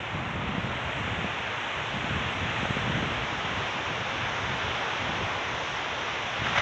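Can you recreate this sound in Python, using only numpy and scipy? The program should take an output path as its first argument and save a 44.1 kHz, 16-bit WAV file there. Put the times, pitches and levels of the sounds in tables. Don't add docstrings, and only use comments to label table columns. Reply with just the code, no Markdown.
import sys
import numpy as np
from scipy import signal
from scipy.fft import rfft, irfft, next_fast_len
from scipy.io import wavfile
from scipy.ndimage import uniform_filter1d

SR = 44100
rng = np.random.default_rng(int(sys.argv[2]) if len(sys.argv) > 2 else 0)


def inscribe(sig):
    pcm = np.round(np.clip(np.atleast_2d(sig).T, -1, 1) * 32767)
    wavfile.write(sys.argv[1], SR, pcm.astype(np.int16))


def makeup_ratio(level_db):
    decades = np.asarray(level_db, float) / 20
    return 10 ** decades


N = 291677
T = np.arange(N) / SR
SIZE = next_fast_len(N)
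HZ = np.maximum(np.arange(SIZE // 2 + 1) * SR / SIZE, 1)


def curves(table):
    s, *columns = np.transpose(table)
    return [np.interp(T, s, c) for c in columns]


def colour(x, points):
    hz, db = np.transpose(points)
    gain_db = np.interp(np.log(HZ), np.log(hz), db, left=-90, right=-90)
    return rfft(x, SIZE) * makeup_ratio(gain_db)


def band_level(spectrum, lo_hz, hi_hz):
    inside = spectrum[(HZ > lo_hz) & (HZ < hi_hz)]
    return spectrum * SIZE / np.sqrt(2 * np.sum(np.abs(inside) ** 2))


def to_wave(spectrum):
    return irfft(spectrum, SIZE)[:N]


def bands(spectrum, centres_hz):
    for one_hot in np.eye(len(centres_hz)):
        yield to_wave(spectrum * np.interp(np.log(HZ), np.log(centres_hz), one_hot))


def walk(rate_hz):
    k = int(SR / rate_hz)
    held = np.repeat(rng.standard_normal(N // k + 1), k)
    slewed = uniform_filter1d(uniform_filter1d(held, k), k)[:N]
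    return slewed / slewed.std()


def eddies(rate_hz, spread_db):
    x = rng.standard_normal(N) * makeup_ratio(spread_db * walk(rate_hz))
    return x / x.std()


def swells(rows, rest_db, rise_s, fall_s):
    power = makeup_ratio(2 * rest_db) + 0 * T
    for start_s, hold_s, level_db in rows:
        rise = np.clip((T - start_s) / rise_s + .5, 0, 1) ** 2
        fall = np.exp(-2 * np.maximum(T - start_s - hold_s, 0) / fall_s)
        power = power + makeup_ratio(2 * level_db) * rise * fall
    return 10 * np.log10(power)


def pulse(pitch_hz, cycles):
    t = np.arange(-1200, 1200) / SR
    bell = np.exp(-.5 * (t * pitch_hz / (0.34 * cycles)) ** 2)
    return bell * np.cos(2 * np.pi * pitch_hz * t + rng.uniform(0, 2 * np.pi))


def add(out, centre_s, x):
    i = int(centre_s * SR) - len(x) // 2 + np.arange(len(x))
    inside = (i >= 0) & (i < N)
    out[i[inside]] += x[inside]


# freq_hz, density_db_per_hz
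HISS_COLOUR = [(6000, -22), (8500, -5), (9500, -5), (11000, -8.5), (12500, -12.5), (16000, -10)]


def hiss(level_db=-90):
    noise = colour(rng.standard_normal(N), HISS_COLOUR)
    return makeup_ratio(level_db) * to_wave(band_level(noise, 9500, 15500))


# centre_s, peak_db, pitch_hz
TICKS = [
    (.441, -26, 600),
    (0.494, -25, 596),
    (2.655, -18, 790),
]


def ticks():
    out = np.zeros(N)
    for centre_s, peak_db, pitch_hz in TICKS:
        add(out, centre_s, makeup_ratio(peak_db) * pulse(pitch_hz, 1.0))
    return out


# centre_s, peak_db, pitch_hz
THUMPS = [(.15, -25.5, 151), (0.194, -23, 180), (.359, -22.5, 150), (0.444, -23, 190), (0.494, -21, 180),
          (.553, -18.5, 200), (.584, -18.5, 150), (.649, -24, 160), (0.758, -26, 180), (1.081, -22.5, 180),
          (1.192, -21, 170), (1.247, -17.5, 183), (2.046, -22, 210), (2.11, -19, 200), (2.162, -26, 130),
          (2.456, -27, 160), (2.632, -18, 190), (2.708, -16, 197), (2.77, -17, 200), (2.879, -18.5, 189),
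          (2.902, -19, 160), (2.955, -26, 180), (3.03, -18, 190), (3.066, -25, 160), (3.449, -26, 160),
          (4.026, -31, 140), (5.096, -26, 170), (6.421, -23, 160), (6.513, -27.5, 180), (6.575, -23, 181)]


def thumps(body_db=-3.5, front_db=-7):
    out = np.zeros(N)
    for centre_s, peak_db, pitch_hz in THUMPS:
        add(out, centre_s, makeup_ratio(peak_db + body_db) * pulse(pitch_hz, 1.24))
        add(out, centre_s - .002, makeup_ratio(peak_db + front_db) * pulse(2.4 * pitch_hz, 0.95))
    return out


# start_s, hold_s, level_db
SHAKES = [
    (6.43, 0.044, -29),
    (6.545, 0.02, -30),
    (6.58, .02, -26.5),
]
# freq_hz, density_db_per_hz
SHAKE_COLOUR = [(300, -34), (600, -2), (1000, 0), (1700, 3.5), (2600, -4), (3700, -7), (4500, -26),
                (6100, -16), (7200, -34), (8500, -50), (12000, -70)]


def branches(grain_db=2.5):
    level_db = swells(SHAKES, rest_db=-50, rise_s=0.0082, fall_s=.06)
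    rustle = band_level(colour(eddies(150, grain_db), SHAKE_COLOUR), 900, 3500)
    onset = np.clip((T - SHAKES[0][0]) / .03, 0, 1)
    return to_wave(rustle) * makeup_ratio(level_db) * onset


# start_s, hold_s, level_db
GUSTS = [(-.03, .07, -41.5), (1.3, 0.17, -46.5), (.12, 0.6, -37), (.83, 0.029, -37), (.95, 0.31, -38),
         (1.76, .04, -40), (1.9, 0.061, -36), (2.06, 0.2, -36.5), (2.34, 0.16, -36), (2.51, 0.18, -39.5),
         (2.68, 0.028, -38.5), (2.75, 0.087, -35.5), (2.86, .18, -33.5), (3.08, 0.14, -37),
         (3.31, 0.044, -37.5), (3.45, 0.15, -40), (3.64, 0.13, -48), (3.86, 0.051, -40), (4.0, 0.032, -42),
         (4.13, 0.22, -42.5), (4.42, .12, -38), (4.64, .05, -38), (5.0, .25, -39), (5.29, .08, -46.5),
         (5.5, 0.039, -40.5), (5.66, 0.062, -48), (5.88, 0.069, -48), (6.05, .1, -51), (6.39, 0.23, -39)]
# freq_hz, density_db_per_hz
RUMBLE_COLOUR = [(12, -45), (20, -24.5), (56, -4.5), (107, 1.5), (255, -6), (386, -14), (428, -13.5),
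                 (621, -19.5), (700, -28), (910, -45.5), (1540, -120)]


def buffet(puff_db=0.8, reach_db_per_db=0.35, plume_db=-1.0):
    rumble_db = swells(GUSTS, rest_db=-47.5, rise_s=0.052, fall_s=0.078)
    air = band_level(colour(eddies(40, puff_db), RUMBLE_COLOUR), 50, 160)
    low, high = bands(air, (110, 230))
    high_db = reach_db_per_db * (rumble_db + 34.5) + plume_db
    return makeup_ratio(rumble_db) * (low + high * makeup_ratio(high_db))


# time_s, wind_db, turn (0-1), aim at nearest needles (0-1)
ROAR = [(0.0, -37, 0, 0.34), (0.5, -36, 0, 0), (0.95, -36, 0.04, 0.9), (1.55, -36, 0.33, 0.6),
        (2.65, -34.5, 0.36, 0.93), (3.3, -34.5, 0.69, 0.37), (4.85, -33.5, 0.98, 0), (5.05, -33, 0.85, 0),
        (5.7, -34.5, 0.98, 0), (6.3, -35, 1, 0.27), (6.61, -33.5, 1, 0.6)]
ROAR_HZ = (900, 3000, 5800, 7900)
TURN_DB = (0, 2, 10, -2)
AIM_DB = (-0.5, 4, 0, 7)
# freq_hz, density_db_per_hz
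CROWNS_COLOUR = [(120, -16.5), (230, -7.5), (330, -5), (480, -1.5), (900, 1.5), (2600, -2), (3500, -5),
                 (3900, -12), (4550, -22.5), (5900, -17), (6800, -23.5), (7700, -37.5), (8500, -53),
                 (9800, -72)]


def crowns(sway_db=.3, flicker_db=.6, edge_db=3.8):
    wind_db, turn, aim = curves(ROAR)
    shape_db = np.outer(TURN_DB, turn - 1) + np.outer(AIM_DB, aim - .15)
    centres_hz = np.r_[200 * 2 ** np.arange(0, 5.1, 1 / 3), 7400:9300:190]
    places = np.interp(np.log(centres_hz), np.log(ROAR_HZ), np.arange(4))
    noise = band_level(colour(rng.standard_normal(N), CROWNS_COLOUR), 500, 1600)
    out, sway = 0, walk(3.5)
    for place, band in zip(places, bands(noise, centres_hz)):
        k = min(int(place), 2)
        tilt_db = (k + 1 - place) * shape_db[k] + (place - k) * shape_db[k + 1]
        sway = .8 * sway + .6 * walk(4)
        ragged_db = edge_db * walk(26) if place > 2.85 else flicker_db * walk(12)
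        out = out + band * makeup_ratio(tilt_db + sway_db * sway + ragged_db)
    return out * makeup_ratio(wind_db)


def scene():
    return (ticks() + thumps() + branches() + buffet() + crowns())[None]


def top_cut(x):
    return signal.sosfilt(signal.butter(12, 15740, fs=SR, output="sos"), x)


def record(dry):
    bass_cut = signal.butter(3, 48, "highpass", fs=SR, output="sos")
    opening = np.clip(T / .004, 0, 1)
    mix = opening * signal.sosfilt(bass_cut, dry) + hiss()
    return top_cut(mix)


dry = scene()
out = record(dry)
inscribe(out)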